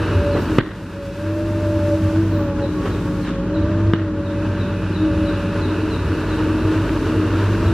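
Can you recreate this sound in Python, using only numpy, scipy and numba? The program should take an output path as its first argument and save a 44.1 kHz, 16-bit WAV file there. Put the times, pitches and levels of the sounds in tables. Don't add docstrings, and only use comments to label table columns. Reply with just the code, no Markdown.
import sys
import numpy as np
from scipy import signal
from scipy.fft import rfft, irfft, next_fast_len
from scipy.io import wavfile
from scipy.ndimage import uniform_filter1d
from numba import njit

SR = 44100
rng = np.random.default_rng(int(sys.argv[2]) if len(sys.argv) > 2 else 0)


def wav_out(sig):
    wavfile.write(sys.argv[1], SR, np.round(np.clip(np.atleast_2d(sig).T, -1, 1) * 32767).astype(np.int16))


N = 340893
TIME = np.arange(N) / SR

# (time [s], firing rate [Hz])
ENGINE_SPEED = [(0, 97.6), (.35, 95.6), (.7, 95.4), (1.1, 93.5), (1.25, 97.7), (1.45, 100), (2.1, 96.66),
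                (2.22, 99.74), (2.5, 94.3), (2.7, 93.46), (3.4, 92.16), (3.72, 99.1), (3.95, 100.6),
                (4.12, 94.7), (4.6, 96.14), (5.5, 95.22), (6.55, 95.8), (6.78, 96.63), (7.05, 95.8),
                (7.3, 96.3), (7.5, 100.3), (7.73, 101.1)]
# (time [s], engine flank towards the listener [0-1])
FLANK_VIEW = [(0, 0.94), (.5, 0.78), (1.2, 0.37), (2.5, 0.13), (4.15, 0.2), (4.5, 0.29), (5, 0.39),
              (6, 0.8), (7, 0.96), (7.73, 0.94)]
# (gain at cruise from the front [dB], change per Hz of firing rate [dB],
# extra from the flank [dB])
DRONE_GAIN = (-29.5, 0.067, 6.4)
CLATTER_GAIN = (-35, 0.32, 6.58)
RUMBLE_GAIN = (-25.5, 0.058, 0.8)
CRUISE_HZ = 94.2
# (firing rate [Hz], exhaust gain before other changes [dB])
SILENCER_BOOM = [(91.5, -53), (93.8, -30.5), (95, -31.5), (97.5, -21.5), (101, -22.5)]
# (multiple of the firing rate, relative level [dB])
EXHAUST_TONES = [(1, 2.5), (1.5, -44), (3, -23.5)]
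BOOM_TONES = [(0.745, -0.59)]
FAN_TONES = [(3.27, 0.5), (6.54, -21.5)]
PUMP_TONES = [(3, -37), (6, 0), (15, -59), (18, -53)]
PUMP_HARMONICS = [(15, -19), (16.3, -6), (17, -13), (18, -12), (21, -18), (25.5, -14.5), (27, -10.5),
                  (33, -28), (36, -21.5), (39, -22), (115, -30)]
# (time [s], gain [dB])
OCTAVE_GAIN = [(0, -50), (.5, -52), (.7, -30.5), (2.9, -34), (3.2, -30.5), (5.55, -30.5), (5.85, -64),
               (7.3, -69), (7.55, -29)]
# (time [s], gain [dB])
FAN_GAIN = [(0, -33), (.1, -27), (.2, -40), (.42, -32), (.51, -21), (.58, -25.5), (.68, -22.5), (1.08, -39),
            (1.27, -19.5), (1.5, -23), (1.75, -21.5), (2.38, -23), (2.48, -28.5), (2.75, -27.5),
            (3.43, -31), (3.55, -22), (3.95, -24), (4.12, -26.5), (4.45, -27.5), (4.72, -36.5), (4.96, -28),
            (5.06, -19.5), (5.25, -22.5), (5.42, -31), (5.85, -24.5), (6.04, -36.5), (6.15, -28),
            (6.55, -23.5), (6.78, -23), (6.86, -35), (6.92, -22), (7.28, -23.5), (7.45, -33.5),
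            (7.73, -22.5)]
# (centre time [s], length [s], boom gain [dB], exhaust change [dB])
BOOM_SWELLS = [(0.186, 0.13, -23, 11), (.27, 0.85, -33, -5.5), (1.805, 0.94, -30.5, -1),
               (2.07, 0.14, -26.5, 1.5), (3.65, 0.18, -25, 1), (3.872, 0.073, -23, 3),
               (5.157, 0.33, -27, -2), (5.698, 1, -40, 2), (6.06, 0.33, -23, -12), (6.5, 0.46, -33, 0),
               (7.68, 0.24, -19, 1)]
BOOM_REST_DB = -45
FUEL_DB_PER_HZ_S = -0.0032
# (frequency [Hz], density [dB per Hz])
DRONE_COLOUR = [(25, -16), (60, -2), (110, 4), (150, -2), (215, -1.5), (280, 3), (400, -2), (470, -5),
                (540, -45), (720, -37), (1200, -75)]
CLATTER_COLOUR = [(300, 1.5), (600, 2), (740, -8), (930, -0.5), (1250, -0.5), (1620, -2.5), (2050, -14.5),
                  (2650, -11), (3250, -18.5), (3800, -20), (5000, -25), (8000, -36.5), (14000, -80)]
BOOM_COLOUR = [(30, -29), (58, -2), (71, 25), (80, 18.5), (90, 31), (102, 16), (135, -58)]
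OIL_HISS_COLOUR = [(1500, 10.5), (3000, 3.5), (5000, 1), (7000, -4), (9000, -7.5), (12000, -11),
                   (14500, -15), (16000, -30)]
OIL_RUSH_COLOUR = [(1800, -4), (2300, -4), (2580, 7), (2900, 8), (3250, -23.5), (3750, 0.5), (4400, -8),
                   (8000, -34), (8700, -13), (9500, -43), (10950, -12), (11600, -45), (13500, -34),
                   (15000, -55)]
CYCLE_SHARE = .66

# (start time [s], end time [s],
# gain at start [dB], gain at end [dB], gain at 9 x firing rate [dB], gain at 12 x firing rate [dB])
WHINE_STRETCHES = [(0.16, 0.358, -27.5, -25.5, -42, -57), (0.74, 0.922, -38, -35, -55, -62),
                   (0.973, 1.108, -27.5, -23, -55, -65), (1.17, 1.44, -24.5, -27, -57, -66),
                   (1.496, 1.933, -23.5, -19, -42.5, -44.5), (1.983, 2.158, -29.5, -28, -44, -46),
                   (2.367, 2.42, -30, -26, -41.5, -49), (2.48, 2.518, -26, -25, -43, -50),
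                   (2.591, 2.642, -31.5, -25.5, -40, -57), (2.804, 2.98, -33.5, -38.5, -56, -41.5),
                   (3.078, 3.2, -35.5, -33.5, -52, -43.5), (3.33, 3.451, -31, -29, -52, -52),
                   (3.521, 3.57, -31, -29, -52, -52), (3.648, 3.904, -26, -36, -52, -44.5),
                   (3.947, 4.1, -37, -33, -54, -52), (4.18, 4.83, -30.5, -34.5, -52, -54),
                   (5.095, 5.448, -30, -29, -59.5, -53), (5.49, 5.8, -29.5, -44, -49, -55),
                   (6.475, 6.661, -37, -38, -54, -45.5)]
WHINE_ATTACK_S, WHINE_RELEASE_S = 0.079, 0.044
WHINE_REST_DB, OVERTONE_REST_DB = -42.5, -51
# (time [s], hiss level before a 6 dB boost [dB])
OIL_FLOW = [(0, -50), (.35, -46.5), (1.2, -43), (2.05, -45.5), (2.54, -55.5), (2.84, -48), (3.22, -49),
            (3.42, -61), (3.8, -56), (4.14, -56.5), (4.36, -54), (5.1, -53), (5.7, -50.5), (7.73, -46.5)]
# (time [s], rushing oil level [dB], gain of the high pump harmonics [dB])
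SWING_LEVELS = [(0, -38.5, -36), (.5, -45, -48), (1.2, -46, -39.5), (4, -68.5, -63), (4.35, -51.5, -42),
                (5.3, -43, -39.5), (5.9, -44, -42), (7.73, -44, -56)]
# (frequency [Hz], middle level [dB])
IDLE_TONES = [(52, -32.5), (104, -32), (156, -40), (172.5, -36), (905, -53.5)]

# (start time [s], relative level [dB], middle pitch [Hz])
BIRD_CHIRPS = [(0.293, -38, 4150), (2.308, -41.5, 4000), (2.595, -39, 3960), (2.887, -39, 3882),
               (3.204, -38, 3990), (3.52, -39, 3880), (4.225, -44.5, 3780), (4.575, -41, 3800),
               (4.92, -40, 3850), (5.24, -40, 3880), (5.595, -39, 3944), (5.89, -39, 3935),
               (6.271, -43, 3947), (6.587, -48, 4039), (7.643, -43, 3830)]
CHIRP_S, CHIRP_FALL_HZ = 0.089, 803
# (start time [s], attack [s], time to fall 60 dB [s], grit gain [dB],
# grit tilt [dB per octave], groan gain of the shell [dB])
SOIL_SCRAPES = [(0.335, 0.024, 0.35, -24, -5, -22), (2.79, 0.072, 0.54, -32, -1.5, -26.5),
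                (3.241, 0.005, 0.67, -33.5, 1, -50), (3.265, 0.017, 0.66, -44.5, 3.5, -47)]
# (frequency [Hz], density [dB per Hz])
GRIT_COLOUR = [(200, 4), (450, -7), (750, -0.5), (1200, 8.5), (1800, 4), (2300, -5.5), (2900, -0.5),
               (4200, -13.5), (8000, -29), (14000, -58)]
# (frequency [Hz], density [dB per Hz])
SHELL_COLOUR = [(150, -22), (280, -1), (400, 5.5), (470, 4), (620, -7.5), (1500, -63)]
STONES_PER_S = 600

# (time [s], whole knock gain [dB], thud gain [dB], rattle gain [dB])
LINKAGE_KNOCKS = [(0.353, -33, 0, -16), (0.5845, 0.5, 4.5, -14.5), (0.593, -12.5, -10, -8),
                  (0.649, -25, -6, -6), (3.9353, -10, 7.5, -17), (3.954, -24, -6, -10),
                  (3.994, -24, 7, -16), (6.894, -20.5, -9, -33)]
# (frequency [Hz], relative level [dB], time to fall 60 dB [s])
STEEL_MODES = [(406, -6.5, 0.066), (1030, -19, 0.025), (1210, -5, 0.039), (1550, -9.5, 0.049),
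               (1710, -39, 0.19), (1910, -26, 0.021), (2940, -20, 0.022), (2890, -16, 0.088),
               (3900, -46, 0.049)]
# (frequency [Hz], density [dB per Hz])
CRACK_COLOUR = [(200, 12.5), (500, 9), (800, -4), (1100, 7), (1850, 11), (2400, 6), (3000, -7), (4200, -13),
                (7000, -33)]
RATTLE_COLOUR = [(200, 19.5), (500, 12), (780, 2.5), (1100, 5), (1850, 9.5), (2400, -8), (3000, -5.5),
                 (4200, -3), (8000, -12)]
THUD_FROM_HZ, THUD_TO_HZ, THUD_GLIDE_S, THUD_T60_S = 454, 95, 0.0018, 0.03
# (start time [s], length [s], start pitch [Hz], end pitch [Hz],
# level before a 3 dB boost [dB])
VALVE_SQUEALS = [(0.363, 0.14, 14900, 13900, -56), (2.24, 0.28, 15160, 14560, -58)]

# (frequency [Hz], side minus mid before the boosts of impacts and song [dB])
SCATTER_WIDTH = [(60, -46), (110, -37), (200, -28.5), (380, -21), (700, -39), (1290, -26), (2380, -20.5),
                 (4400, -7.5), (8120, -3), (15000, 0)]
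IMPACT_ECHO_DB = 6.5
# (frequency [Hz], density [dB per Hz])
SIDE_HISS_COLOUR = [(700, 3.5), (1500, -5.5), (2700, 1.5), (4800, -3.5), (8500, -8), (12000, -6.5),
                    (15000, -20)]
# (time [s], level [dB])
SIDE_HISS_LEVEL = [(0, -55), (2.5, -48.5), (3.2, -50), (4, -50.5), (5, -52), (7.73, -47.5)]
TOP_HZ = 15200


def undb(db):
    return 10 ** (np.asarray(db) / 20)


def unit(x):
    return x / np.sqrt(np.mean(x ** 2))


def curves(table):
    s, *columns = np.transpose(table)
    return [np.interp(TIME, s, c) for c in columns]


def noise():
    return rng.standard_normal(N)


def shape(x, points):
    hz, db = np.transpose(points)
    size = next_fast_len(N + 8192)
    f = np.maximum(np.arange(size // 2 + 1) * SR / size, 1)
    gain = undb(np.interp(np.log(f), np.log(hz), db))
    return irfft(rfft(x, size) * gain, size)[:N]


def walk(rate):
    values = rng.standard_normal(2048)
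    joined = np.interp(TIME * rate, np.arange(len(values)), values)
    return unit(uniform_filter1d(joined, max(int(SR / rate / 2), 1)))


def tones(turns, orders, flutter_db, wander, rate):
    total = 0
    for multiple, db in orders:
        gain = undb(db + flutter_db * walk(rate)) * np.sqrt(2)
        total = total + gain * np.sin(2 * np.pi * multiple * turns + wander * walk(rate))
    return total


def decay(t, t60):
    return np.exp(-np.log(1000) * t / t60)


def lowpass(order, hz):
    return signal.butter(order, hz, fs=SR, output="sos")


def clatter(turns, depth=0.14, flicker_db=1.14):
    pattern = rng.standard_normal(2700)
    cycle = turns / 6 % 1
    locked = unit(np.interp(cycle * len(pattern), np.arange(len(pattern)), pattern))
    bursts = 1 + depth * np.cos(2 * np.pi * turns)
    coloured = shape((CYCLE_SHARE * locked + noise()) * bursts, CLATTER_COLOUR)
    return unit(coloured) * undb(flicker_db * walk(30))


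def engine_level(law, firing_hz, flank):
    db, db_per_hz, flank_db = law
    return db + db_per_hz * (firing_hz - CRUISE_HZ) + flank_db * flank


def swells():
    boom, exhaust_change_db = undb(BOOM_REST_DB), 0
    for s, length, db, change_db in BOOM_SWELLS:
        arch = np.cos(np.pi * np.clip((TIME - s) / length, -.5, .5))
        boom = np.maximum(boom, undb(db) * arch)
        exhaust_change_db = exhaust_change_db + change_db * arch
    return boom, exhaust_change_db


def diesel(turns, firing_hz, split_hz=290):
    (flank,), (octave_db,), (fan_db,) = curves(FLANK_VIEW), curves(OCTAVE_GAIN), curves(FAN_GAIN)
    boom_gain, exhaust_change_db = swells()
    pickup = uniform_filter1d(np.gradient(firing_hz) * SR, size=SR // 6)
    silencer_db = np.interp(firing_hz, *np.transpose(SILENCER_BOOM))
    exhaust_db = silencer_db + FUEL_DB_PER_HZ_S * pickup + exhaust_change_db
    exhaust = tones(turns, EXHAUST_TONES, flutter_db=1.0, wander=0.2, rate=16) * undb(exhaust_db)
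    octave = tones(turns, [(2, 0.021)], flutter_db=0.5, wander=0.14, rate=7) * undb(octave_db)
    fan = tones(turns, FAN_TONES, flutter_db=2.07, wander=0.17, rate=20) * undb(fan_db)
    boom_tone = tones(turns, BOOM_TONES, flutter_db=1.0, wander=0.84, rate=12)
    boom_noise = undb(2.5) * unit(shape(noise(), BOOM_COLOUR))
    boom = (boom_tone + boom_noise) * boom_gain
    puffs = 1 + 0.11 * np.cos(2 * np.pi * turns)
    housing = unit(shape(noise() * puffs, DRONE_COLOUR)) * undb(.8 * walk(12))
    rumble = signal.sosfiltfilt(lowpass(3, split_hz), housing)
    drone = housing - rumble
    parts = [(rumble, RUMBLE_GAIN), (drone, DRONE_GAIN), (clatter(turns), CLATTER_GAIN)]
    noises = sum(part * undb(engine_level(law, firing_hz, flank)) for part, law in parts)
    return exhaust + octave + fan + boom + noises


def whine_gains():
    whine = undb(WHINE_REST_DB)
    ninth = twelfth = undb(OVERTONE_REST_DB)
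    for start, end, start_db, end_db, ninth_db, twelfth_db in WHINE_STRETCHES:
        corners = [start - WHINE_ATTACK_S, start, end, end + WHINE_RELEASE_S]
        gate = np.interp(TIME, corners, [0, 1, 1, 0])
        whine = np.maximum(whine, gate * undb(np.interp(TIME, [start, end], [start_db, end_db])))
        ninth = np.maximum(ninth, gate * undb(ninth_db))
        twelfth = np.maximum(twelfth, gate * undb(twelfth_db))
    return whine, ninth, twelfth


def oil_hiss(hiss_db, bright_db=-50, treble_slope=1.0, split_hz=8500):
    hiss = unit(shape(noise(), OIL_HISS_COLOUR))
    low = signal.sosfiltfilt(lowpass(3, min(split_hz, SR / 3)), hiss)
    below_db = np.minimum(hiss_db - bright_db, 0)
    top = (hiss - low) * undb(treble_slope * below_db + 0.49 * walk(18))
    return (low + top) * undb(hiss_db + 6.0 + 0.9 * walk(25))


def hydraulics(turns):
    (hiss_db,), (rush_db, harmonics_db) = curves(OIL_FLOW), curves(SWING_LEVELS)
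    whine_gain, ninth, twelfth = whine_gains()
    whine = tones(turns, PUMP_TONES, flutter_db=1.86, wander=0.33, rate=20) * whine_gain
    overtones = 0
    for multiple, gain in [(9, ninth), (12, twelfth)]:
        tone = tones(turns, [(multiple, 0)], flutter_db=2.8, wander=1.1, rate=30)
        overtones = overtones + tone * gain
    rush = unit(shape(noise(), OIL_RUSH_COLOUR)) * undb(rush_db)
    harmonics = tones(turns, PUMP_HARMONICS, flutter_db=3.0, wander=0.43, rate=14) * undb(harmonics_db)
    return whine + overtones + rush + harmonics + oil_hiss(hiss_db)


def idler():
    seconds = TIME + 0.0005 * walk(8)
    hum = 0
    for hz, db in IDLE_TONES:
        gain = undb(db + 1.9 * walk(8.3)) * np.sqrt(2)
        hum = hum + gain * np.sin(2 * np.pi * hz * seconds)
    return hum


def glide(s, length, from_hz, to_hz):
    out, start = np.zeros(N), int(s * SR)
    u = np.arange(min(int(length * SR), N - start)) / (length * SR)
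    hz = from_hz + (to_hz - from_hz) * u
    out[start:start + len(u)] = np.sin(np.pi * u) * np.sin(2 * np.pi * np.cumsum(hz) / SR)
    return out


def bird(echo_t60=0.83, wet=0.78, song_db=-3):
    song = 0
    for s, db, hz in BIRD_CHIRPS:
        chirp = glide(s, CHIRP_S, hz + CHIRP_FALL_HZ / 2, hz - CHIRP_FALL_HZ / 2)
        song = song + undb(db + song_db) * chirp
    broken = song * (.35 + .85 * walk(480))
    t = TIME[:SR // 2]
    trees = rng.standard_normal(len(t)) * decay(t, echo_t60)
    return broken + wet * signal.fftconvolve(broken, trees / np.linalg.norm(trees))[:N]


def soil(crack_t60=0.026):
    catches = (rng.random(N) < STONES_PER_S / SR) * undb(3 * noise())
    cracks = unit(signal.fftconvolve(catches, decay(TIME[:SR // 20], crack_t60))[:N])
    grains = noise() * (.5 + cracks)
    groan = unit(shape(grains, SHELL_COLOUR))
    out = 0
    for s, attack_s, t60, grit_db, tilt_db, groan_db in SOIL_SCRAPES:
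        tilted = [(hz, db + tilt_db * np.log2(hz)) for hz, db in GRIT_COLOUR]
        grit = unit(shape(grains, tilted))
        rise = np.clip((TIME - s) / attack_s, 0, 1)
        slide = rise * decay(np.maximum(TIME - s - attack_s, 0), t60)
        out = out + (undb(grit_db) * grit + undb(groan_db) * groan) * slide
    return out


def linkage(rattle_t60=0.5, crunch_t60=0.052, crunch_db=2, crack_t60=0.011, crack_db=-2,
            ring_db=-5, contact_hz=3700):
    out = np.zeros(N)
    rattle = unit(shape(noise() * undb(4 * walk(260)), RATTLE_COLOUR))
    burst = unit(shape(noise(), CRACK_COLOUR))
    for s, db, thud_db, rattle_db in LINKAGE_KNOCKS:
        start = int(s * SR)
        t = TIME[:min(SR // 2, N - start)]
        span = slice(start, start + len(t))
        thud_hz = THUD_TO_HZ + (THUD_FROM_HZ - THUD_TO_HZ) * np.exp(-t / THUD_GLIDE_S)
        thud_wave = np.sin(2 * np.pi * np.cumsum(thud_hz) / SR)
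        thud = undb(thud_db) * decay(t, THUD_T60_S) * thud_wave
        ring = 0
        for hz, mode_db, t60 in STEEL_MODES:
            ring = ring + undb(mode_db + ring_db) * decay(t, t60) * np.sin(2 * np.pi * hz * t)
        crack = undb(crack_db) * decay(t, crack_t60) * burst[span]
        tail = (decay(t, rattle_t60) + undb(crunch_db) * decay(t, crunch_t60)) * rattle[span]
        out[span] += undb(db) * (crack + undb(rattle_db) * tail - ring - thud)
    return signal.sosfilt(lowpass(8, contact_hz), out)


def squeals():
    rough = unit(uniform_filter1d(noise(), size=90))
    return rough * sum(undb(db + 3) * glide(s, length, a, b) for s, length, a, b, db in VALVE_SQUEALS)


def scene():
    (firing_hz,), (wide_db,) = curves(ENGINE_SPEED), curves(SIDE_HISS_LEVEL)
    turns = np.cumsum(firing_hz) / SR
    machines = diesel(turns, firing_hz) + hydraulics(turns) + idler() + squeals()
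    song = bird()
    impacts = soil() + linkage()
    mid = machines + impacts + song
    t = TIME[:SR // 4]
    ground = rng.standard_normal(len(t)) * decay(t, t60=.2)
    sent = machines + undb(IMPACT_ECHO_DB) * impacts + undb(5) * song
    scattered = signal.fftconvolve(sent, ground / np.linalg.norm(ground))[:N]
    side_hiss = unit(shape(noise(), SIDE_HISS_COLOUR)) * undb(wide_db)
    side = shape(scattered, SCATTER_WIDTH) + side_hiss
    return np.array([mid + side, mid - side])


@njit
def follower(x, attack, release):
    out, e = np.empty(len(x)), 0.
    for i in range(len(x)):
        e += (x[i] - e) * (attack if x[i] > e else release)
        out[i] = e
    return out


def record(dry, ceiling_db=-7.0, attack_s=0.00095, release_s=1.0, lag_s=0.0042):
    peak = follower(np.abs(dry).max(axis=0), 1 / (attack_s * SR), 1 / (release_s * SR))
    late_peak = np.interp(TIME - lag_s, TIME, peak)
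    held = dry * np.minimum(1, undb(ceiling_db) / (late_peak + 1e-9))
    rounded = held / (1 + held ** 4) ** .25
    low_cut = signal.sosfilt(signal.butter(3, 33, "high", fs=SR, output="sos"), rounded)
    return signal.sosfilt(signal.ellip(8, .2, 70, TOP_HZ, fs=SR, output="sos"), low_cut)


dry = scene()
out = record(dry)
wav_out(out)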